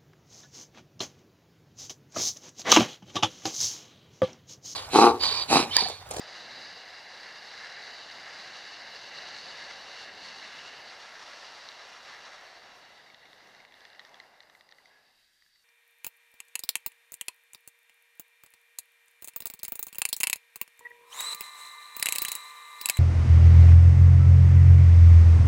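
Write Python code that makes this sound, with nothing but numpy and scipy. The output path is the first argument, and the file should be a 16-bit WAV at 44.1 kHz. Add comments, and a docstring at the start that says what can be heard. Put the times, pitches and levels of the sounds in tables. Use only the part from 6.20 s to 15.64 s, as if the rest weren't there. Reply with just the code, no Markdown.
"""Kick scooter braking to a halt

A kick scooter rolls over concrete, then smoother asphalt, and brakes to a halt, heard by one microphone
in a closed camera case. Tyre rumble, roar and sizzle are shaped noise; road grit excites fixed resonances
of frame, stem, case and mount. Loose parts tick as short damped modes and chatter as resonant grit at low speed.
The brake pads rub as patchy resonant noise and whistle briefly as a wavering sine, over microphone hiss."""
import sys
import numpy as np
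from scipy import signal
from scipy.fft import rfft, irfft, next_fast_len
from scipy.io import wavfile
from scipy.ndimage import uniform_filter1d, map_coordinates

SR = 44100
rng = np.random.default_rng(int(sys.argv[2]) if len(sys.argv) > 2 else 0)


def put_to_file(sound):
    """Save the sound as 16-bit audio at rate SR, in the file named by the first command-line argument."""
    columns = np.atleast_2d(sound).T  # one column per channel
    safe = np.clip(columns, -1, 1)
    whole_steps = np.round(safe * 32767)
    wavfile.write(sys.argv[1], SR, whole_steps.astype(np.int16))


N = 416298

# Rolling levels before jolts and wavering. Each row: time in seconds, tyre roar in dB,
# shaking of the case in dB, hum of the frame in dB, tyre sizzle in dB.
ROLL_LEVELS = [(0.0, -53, -50.5, -51, -55), (0.39, -53, -49.5, -50, -62), (0.84, -55, -53, -50.5, -59),
               (1.3, -53.5, -51, -50, -57), (1.46, -53.5, -51, -46, -53.5), (1.66, -52, -50, -46.5, -59),
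               (1.84, -54.5, -49.5, -51.5, -58), (1.99, -52, -49.5, -50, -57),
               (2.09, -53.5, -50.5, -48.5, -55), (2.28, -54, -49, -50, -54), (2.71, -53, -49.5, -50.5, -63),
               (2.95, -52, -47.5, -50, -56), (3.23, -53.5, -48.5, -48.5, -57),
               (3.63, -52.5, -50, -51.5, -53.5), (3.79, -53, -49, -50.5, -55.5),
               (3.94, -52, -51.5, -53, -67), (4.07, -54, -48.5, -50, -53.5), (4.26, -54, -49.5, -50, -52),
               (4.63, -55.5, -54, -53, -57), (5.0, -54.5, -54, -52, -51), (5.28, -54.5, -53.5, -53, -53),
               (5.6, -55, -54, -54, -56), (5.78, -55.5, -57, -55.5, -54), (5.9, -53, -54, -52, -53),
               (6.1, -55.5, -57, -53, -57), (6.44, -57, -61, -58, -62), (6.6, -58.5, -62, -58.5, -61.5),
               (7.0, -63, -66.5, -63, -71.5), (7.38, -60.5, -65, -61.5, -68),
               (7.48, -63.5, -69, -64.5, -78), (7.7, -62, -65, -62, -72), (7.86, -61, -69.5, -65, -70),
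               (7.95, -59, -67.5, -61.5, -69), (8.17, -64.5, -71.5, -65, -77), (8.49, -68.5, -75, -73, -88),
               (8.73, -68.5, -76, -67, -88), (8.86, -72, -75, -72, -90), (8.97, -77.5, -77, -77, -92),
               (9.1, -89, -82, -75, -91), (9.44, -99, -80, -79, -83)]
# Stretches of road. Each row: start in seconds, rumble over roar in dB, stem over case in dB,
# mount over case in dB, damped share of the case (0-1).
ROAD_STRETCHES = [(0, -13.5, -6, -6.5, 0.1), (2.25, -11, -5.5, -10.5, 0.1), (3.0, -11, -4.5, -8.5, 0.1),
                  (3.55, -12.5, -5, -18, 0.4), (4.35, -8.5, -0.5, -8, 0), (4.7, -16, -5.5, -10, 0.5),
                  (5.5, -17.5, -4.5, -15, 0.6), (6.4, -11.5, -3, -9.5, 0.4), (7.6, -14, -2.5, -7, .6),
                  (8.2, -9.5, -4, -4, 0.5)]


def rolling():
    """Shared bumps shake every layer but the rumble; frame and case ring to the same road grit."""
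    roar_db, case_db, frame_db, sizzle_db = curves(ROLL_LEVELS)
    rumble_over_db, stem_over_db, mount_over_db, damped = stretches(ROAD_STRETCHES)
    jolt_low_db, jolt_high_db = jolts()
    bumps_db = 0.37 * wobble(14) + 0.5 * wobble(35)
    road = grit(rate_hz=1200, spread_db=5.5, share=0.31)
    jolted_case_db = case_db + jolt_high_db
    layers = [
        rumble(roar_db + rumble_over_db),
        roar(roar_db, bumps_db),
        sizzle(sizzle_db + jolt_high_db, bumps_db),
        frame(frame_db + jolt_low_db, bumps_db, road),
        stem(case_db + stem_over_db, bumps_db),  # no jolts
        case(jolted_case_db, bumps_db, road, damped),
        mount(jolted_case_db + mount_over_db, bumps_db),
    ]
    return sum(layers)


# Tyre roar spectrum. Each row: frequency in Hz, relative density in dB per Hz.
ROAR_SPECTRUM = [(150, -23), (300, -15.5), (500, -5), (750, -0.5), (1100, -6), (1400, -9.5), (2300, -36),
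                 (3500, -20.5), (6000, -55), (8000, -60)]


def roar(level_db, bumps_db):
    """Tyre roar: noise in a broad midrange band."""
    waver_db = 0.84 * bumps_db + 0.28 * wobble(6.4)
    return amp(level_db + waver_db) * coloured(rng.standard_normal(N), ROAR_SPECTRUM)


# Low rumble spectrum. Each row: frequency in Hz, relative density in dB per Hz.
RUMBLE_SPECTRUM = [(15, -40), (30, -23), (60, -9), (120, -4), (250, -1.5), (400, -3), (600, -5.5),
                   (900, -73)]


def rumble(level_db):
    """Low rolling rumble: noise with its own slow waver."""
    return amp(level_db + 2.2 * wobble(2.73)) * coloured(rng.standard_normal(N), RUMBLE_SPECTRUM)


# Resonances of the case. Each row: centre in Hz, width in Hz before widening, relative level in dB.
CASE_MODES = [(3696, 290, -4.5), (3996, 100, 2), (4430, 202, 1), (5285, 296, -10.5), (6080, 300, -11),
              (6460, 270, -19.5), (6940, 470, -18.5), (10270, 600, -36)]
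DAMPED_WIDTH_RATIO = 1.53  # smooth road over rough


def case(level_db, bumps_db, road, damped):
    """Grit rings the camera case; smooth road mixes in the same modes broadened."""
    damped = np.clip(damped, 0, 1)
    broad_modes = [(hz, DAMPED_WIDTH_RATIO * width_hz, db) for hz, width_hz, db in CASE_MODES]
    walls = (1 - damped) * resonant(road, CASE_MODES) + damped * resonant(road, broad_modes)
    return amp(level_db + 1.0 * bumps_db + 0.59 * wobble(25)) * patchy(walls, depth_db=1.07)


# Resonances of the frame. Each row: centre in Hz, width in Hz before widening, relative level in dB.
FRAME_MODES = [(1674, 214, 0.5), (1825, 338, -2.5), (2026, 224, -0.5)]


def frame(level_db, bumps_db, road):
    """Grit makes the frame hum through its resonances."""
    return amp(level_db + 0.51 * bumps_db + 1.02 * wobble(25)) * resonant(road, FRAME_MODES)


# Resonances of the stem. Each row: centre in Hz, width in Hz before widening, relative level in dB.
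STEM_MODES = [(2620, 100, -6), (2840, 170, 2.5)]


def stem(level_db, bumps_db):
    """Grit of its own, with weaker stones, rings the stem."""
    pebbles = grit(rate_hz=1200, spread_db=7.0, share=0.15)
    return amp(level_db + 0.38 * bumps_db + 1.1 * wobble(28)) * resonant(pebbles, STEM_MODES)


# Resonance of the mount. Each row: centre in Hz, width in Hz before widening, relative level in dB.
MOUNT_MODES = [(4847, 130, 0)]


def mount(level_db, bumps_db):
    """Grit rings the mount in a single mode."""
    pebbles = grit(rate_hz=1400, spread_db=4.5, share=0.18)
    return amp(level_db + 1.2 * bumps_db + 2.1 * wobble(12)) * resonant(pebbles, MOUNT_MODES)


# Tyre sizzle spectrum. Each row: frequency in Hz, relative density in dB per Hz.
SIZZLE_SPECTRUM = [(500, -30), (900, 5), (1400, 9), (2000, -20), (2450, 5), (2800, -11), (3200, 3),
                   (3700, 2.5), (5000, -17), (5350, 4), (6000, -2), (6600, -7), (8800, -21), (10600, -22.5),
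                   (11200, -48)]


def sizzle(level_db, bumps_db):
    """Tyre sizzle: dense grit through an uneven bright spectrum."""
    fine_grit = grit(rate_hz=2300, spread_db=7.5, share=0.41)
    return amp(level_db + 1.9 * bumps_db + 0.93 * wobble(14)) * coloured(fine_grit, SIZZLE_SPECTRUM)


# Jolts from road seams. Each row: centre in seconds, gain on the frame in dB,
# gain on case, mount and sizzle in dB, time from the centre to 1/e in seconds.
SEAM_JOLTS = [(2.072, 3, -0.5, .03), (2.204, 0.5, 1.5, 0.038), (2.923, 3.5, -1.5, 0.022),
              (3.125, 0.5, 0.5, .015), (3.425, 4, 2, 0.012), (3.51, 4.5, -0.5, .02), (3.8, 1, 3, 0.029),
              (3.882, 7, 1, 0.02), (4.05, 1, 3, .02), (4.234, 3.5, 1, .025), (4.473, 1, 1, 0.013)]


def jolts():
    """Gaussian level changes in dB at the seams: one curve for the frame, one for the brighter layers."""
    out = np.zeros((2, N))
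    for centre_s, low_db, high_db, long_s in SEAM_JOLTS:
        n = np.arange(round((centre_s - 3 * long_s) * SR), round((centre_s + 3 * long_s) * SR))
        swell = np.exp(-((n / SR - centre_s) / long_s) ** 2)
        out[:, n] += np.outer([low_db, high_db], swell)
    return out


def grit(rate_hz, spread_db, share):
    """Road texture: fine noise with random sharp stones of uneven size; share is the stones' power."""
    sizes = amp(spread_db * np.clip(rng.standard_normal(N), -2, 2))
    stones = (rng.random(N) < rate_hz / SR) * sizes * rng.choice([-1, 1], size=N)
    share = np.clip(share, 0, 1)
    return np.sqrt(1 - share) * rng.standard_normal(N) + np.sqrt(share) * unit(stones)


# Ticks of loose parts. Each row: start in seconds, low ring in dB, middle ring in dB,
# high ring in dB before a 4.5 dB cut, low pitch in Hz, middle pitch in Hz, ring time over the usual.
LOOSE_TICKS = [(5.4878, -58, -39, -43, 1890, 4030, 1.3), (5.517, -66, -46, -60, 1900, 3600, 1.2),
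               (6.9007, -49, -65, -62, 2100, 3880, 1.3), (6.945, -50, -47.5, -60, 1880, 3620, 0.92),
               (7.0544, -50, -61, -62, 2110, 3650, 1.2), (7.1302, -50.5, -51, -64, 1900, 3600, 1),
               (7.206, -52, -68, -66, 1990, 3780, 1.6), (7.272, -68, -63, -55, 1900, 4400, 1.1),
               (7.3483, -51, -57, -61, 1940, 3800, 1.5), (7.4026, -49, -61, -66, 2100, 3750, 1.2),
               (7.45, -46, -53, -70, 1950, 3700, 0.74), (7.5224, -50, -53, -64, 1900, 3400, .8),
               (7.5406, -55, -52, -66, 1880, 3610, 1.3), (7.6061, -62, -54, -53, 1900, 3410, 1),
               (7.6518, -46.5, -49, -53, 1930, 3500, 1.1), (7.701, -70, -51, -59, 2030, 3930, 1),
               (7.7314, -54, -54, -64, 1900, 3680, 1), (7.749, -52, -64, -68, 1950, 3790, 1.4),
               (7.794, -40, -42, -63, 1890, 3920, 1.24), (7.802, -53.5, -51, -61, 1900, 3640, .9),
               (7.815, -51, -64, -70, 1950, 3800, 1), (7.8496, -47, -52, -49, 1870, 3460, 1.2),
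               (7.871, -68, -62, -56, 1900, 4300, .9), (7.893, -68, -62, -55, 1900, 4300, .9),
               (7.943, -50, -48, -55, 1720, 3380, 1), (7.955, -54, -60, -67, 1990, 3940, 1.3),
               (8, -41, -46, -62, 1980, 3900, 1.2), (8.204, -48, -47, -68, 1880, 3950, 1.2),
               (8.2264, -66, -65, -56, 1900, 4370, 1.2), (8.2328, -55, -57, -71, 1900, 3960, .9),
               (8.298, -51.5, -56, -62, 1800, 3800, 1.1), (8.35, -49, -61, -61, 1980, 3550, 1.3),
               (8.409, -52, -54, -63, 1900, 3580, 0.94), (8.49, -51, -62, -55, 1960, 4380, 0.78),
               (8.51, -70, -64, -64, 1890, 4480, 1.5), (8.513, -70, -57, -61, 1900, 4400, 2.2),
               (8.523, -50, -51, -62, 1900, 3610, 1), (8.547, -72, -63, -70, 1900, 4500, 1),
               (8.584, -52, -70, -70, 2000, 4460, 1.4), (8.6567, -52, -64, -59, 1920, 3760, 1.4),
               (9.045, -76, -64, -76, 1900, 3900, 1), (9.2222, -56.5, -64, -74, 1920, 3860, 1),
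               (9.262, -64, -69, -76, 1670, 3880, 1.4), (9.358, -63, -70, -76, 1980, 4050, 1.2)]
# Low modes. Each row: multiple of the low pitch, relative level in dB, usual t60 in seconds.
LOW_MODES = [(.68, -5, .007), (.82, -3, .008), (.93, -2, .010), (1.01, 5, .016), (1.15, -4, .007)]
# Middle modes. Each row: multiple of the middle pitch, relative level in dB, usual t60 in seconds.
MIDDLE_MODES = [(.74, -2, .006), (.87, 2, .007), (.95, 4, .008), (1.02, 8, .010), (1.14, 1, .007)]
# High modes. Each row: frequency in Hz before scaling by 0.93, relative level in dB, usual t60 in seconds.
HIGH_MODES = [(4600, 2, .008), (5300, -3, .007), (5900, 0, .008), (6300, 0, .008)]
CRACK_DB = -1  # over the strongest ring level in the row, before the band-pass


def ticks():
    """Each tick is a cracking noise burst plus three groups of short modes at its own balance."""
    out, t = np.zeros(N + SR), np.arange(SR // 20) / SR
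    dull = signal.butter(4, [1400, 6000], "bandpass", fs=SR, output="sos")
    for start_s, low_db, mid_db, high_db, low_hz, mid_hz, long in LOOSE_TICKS:
        low = amp(low_db) * ring(LOW_MODES, low_hz, long, t)
        middle = amp(mid_db) * ring(MIDDLE_MODES, mid_hz, long, t)
        high = amp(high_db - 4.5) * ring(HIGH_MODES, 0.93, long, t)
        crack_db = max(low_db, mid_db, high_db) + CRACK_DB - 60 * t / 0.012
        crack = signal.sosfilt(dull, amp(crack_db) * rng.standard_normal(len(t)))
        out[round(start_s * SR):][:len(t)] += low + middle + high + crack
    return out[:N]


RISE_S = 0.0005
RING_S = 0.0018  # a usual ring holds the energy of a full-level burst this long


def ring(modes, scale, long, t):
    """Decaying modes, detuned and rebalanced at each blow; group energy depends only on ring time."""
    x = np.zeros(len(t))
    for k, (hz, db, t60_s) in enumerate(modes):
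        decay_db = db + rng.normal(0, 1.6) - 60 * t / (long * t60_s)
        mode_hz = hz * scale * (1 + rng.normal(0, 0.021))
        x += (-1) ** k * amp(decay_db) * np.sin(2 * np.pi * mode_hz * t)
    x *= 1 - np.exp(-(t / RISE_S) ** 2)
    return x / np.linalg.norm(x) * np.sqrt(long * RING_S * SR)


# Resonances of loose parts. Each row: centre in Hz, width in Hz before widening, relative level in dB.
LOOSE_MODES = [(1970, 120, 6), (3380, 320, -6), (3800, 170, 1.5), (6200, 770, -18.5)]


def chatter():
    """At low speed the loose parts chatter: sparse random contacts through their resonances."""
    level_db = rise_fall(peak_s=6.8, peak_db=-62, rise_db_per_s=19, fall_db_per_s=9)
    contacts = grit(rate_hz=300, spread_db=-0.5, share=0.83)
    return amp(level_db + 1.5 * wobble(20)) * resonant(contacts, LOOSE_MODES)


# Resonances of the brake pads. Each row: centre in Hz, width in Hz before widening, relative level in dB.
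PAD_MODES = [(1720, 80, -10), (2570, 140, -7), (3250, 180, -5), (3800, 200, -3), (4650, 170, 4),
             (5470, 330, -9.5)]


def brake():
    """The pads rub the rim unevenly: resonant noise, loudest with the pads fully on, plus a whistle."""
    level_db = rise_fall(peak_s=8.67, peak_db=-70, rise_db_per_s=80, fall_db_per_s=5.9)
    rubbing = patchy(resonant(rng.standard_normal(N), PAD_MODES), depth_db=2.5)
    return amp(level_db + 1.5 * wobble(40)) * rubbing + squeal()


SQUEAL_FROM_S, SQUEAL_TO_S, SQUEAL_HZ, SQUEAL_PEAK_DB = 8.665, 8.9, 1690, -72  # mean pitch and level


def squeal():
    """Thin whistle of the gripping pads: a sine wavering in pitch and level."""
    t = np.arange(N) / SR
    gate = np.clip(np.minimum(t - SQUEAL_FROM_S, SQUEAL_TO_S - t) / 0.015, 0, 1)
    waver = wobble(30)
    pitch_hz = SQUEAL_HZ + 22 * np.roll(waver, SR)  # shifted 1 s, so pitch and level waver apart
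    return gate * amp(SQUEAL_PEAK_DB + 3 * waver) * np.sin(2 * np.pi * np.cumsum(pitch_hz) / SR)


# Microphone hiss spectrum. Each row: frequency in Hz, relative density in dB per Hz.
HISS_SPECTRUM = [(20, 10.5), (500, 0.5), (1250, 0), (2400, -8), (6000, 5.5), (9000, 3), (12000, 1.5),
                 (15200, 0)]
HISS_DB = -77  # mean


def hiss():
    """Microphone hiss: shaped noise with a slightly unsteady level."""
    return amp(HISS_DB + 1.5 * wobble(19)) * coloured(rng.standard_normal(N), HISS_SPECTRUM)


def amp(db):
    """Decibels to gain."""
    return 10 ** (np.asarray(db) / 20)


def unit(x):
    """x at rms 1."""
    return x / np.sqrt(np.mean(x ** 2) + 1e-20)


def curves(rows):
    """Each column after the time, interpolated linearly to every sample."""
    s, *cols = np.transpose(rows)
    return [np.interp(np.arange(N) / SR, s, c) for c in cols]


def stretches(rows):
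    """Each column holds its value until the next row, with a 0.11 s blend."""
    s, *cols = np.transpose(rows)
    row = np.maximum(np.searchsorted(s, np.arange(N) / SR) - 1, 0)
    return [uniform_filter1d(c[row], size=round(0.11 * SR)) for c in cols]


def rise_fall(peak_s, peak_db, rise_db_per_s, fall_db_per_s):
    """A level in dB that climbs to its peak and then sinks."""
    t = np.arange(N) / SR - peak_s
    return peak_db + np.minimum(rise_db_per_s * t, -fall_db_per_s * t)


def wobble(knots_per_s):
    """A smooth random curve through normal random knots."""
    knots = rng.standard_normal(int(N * knots_per_s / SR) + 4)
    return map_coordinates(knots, [np.arange(N) * knots_per_s / SR])


def filtered(x, response):
    """x times a response given as a function of Hz, zero-padded against wrap-around."""
    m = next_fast_len(N + SR // 2)
    return irfft(rfft(x, m) * response(np.fft.rfftfreq(m, 1 / SR)), m)[..., :N]


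def coloured(x, spectrum):
    """x through (Hz, dB) points read on a log frequency axis, rms 1."""
    f, db = np.transpose(spectrum)

    def response(hz):
        return amp(np.interp(np.log(hz + 1), np.log(f + 1), db, right=-120))

    return unit(filtered(x, response))


def resonant(x, modes):
    """x through resonances, each applied twice so the valleys stay dark, rms 1."""
    def response(f):
        total = 0
        for k, (centre_hz, width_hz, db) in enumerate(modes):
            w = 1.95 * width_hz  # widened, as squaring narrows the peak
            peak = 1j * f * w / (centre_hz ** 2 - f * f + 1j * f * w)
            total = total + (-1) ** k * amp(db) * peak ** 2
        return total

    return unit(filtered(x, response))


def patchy(x, depth_db):
    """x with slow random patches of gain in time and frequency, so resonances swell and fade, rms 1."""
    z = signal.stft(x, nperseg=512)[2]
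    field = uniform_filter1d(rng.standard_normal(z.shape), size=4, axis=0)  # bins
    field = uniform_filter1d(field, size=40, axis=1)  # frames
    return unit(signal.istft(z * amp(depth_db * unit(field)), nperseg=512)[1][:N])


def scene():
    """All sources at one microphone, the same on both channels."""
    return np.tile(rolling() + ticks() + chatter() + brake(), (2, 1))


def record(dry):
    """Add microphone hiss, then cut everything from 15050 Hz up."""
    return filtered(dry + hiss(), lambda hz: hz < 15050)


dry = scene()
out = record(dry)
put_to_file(out)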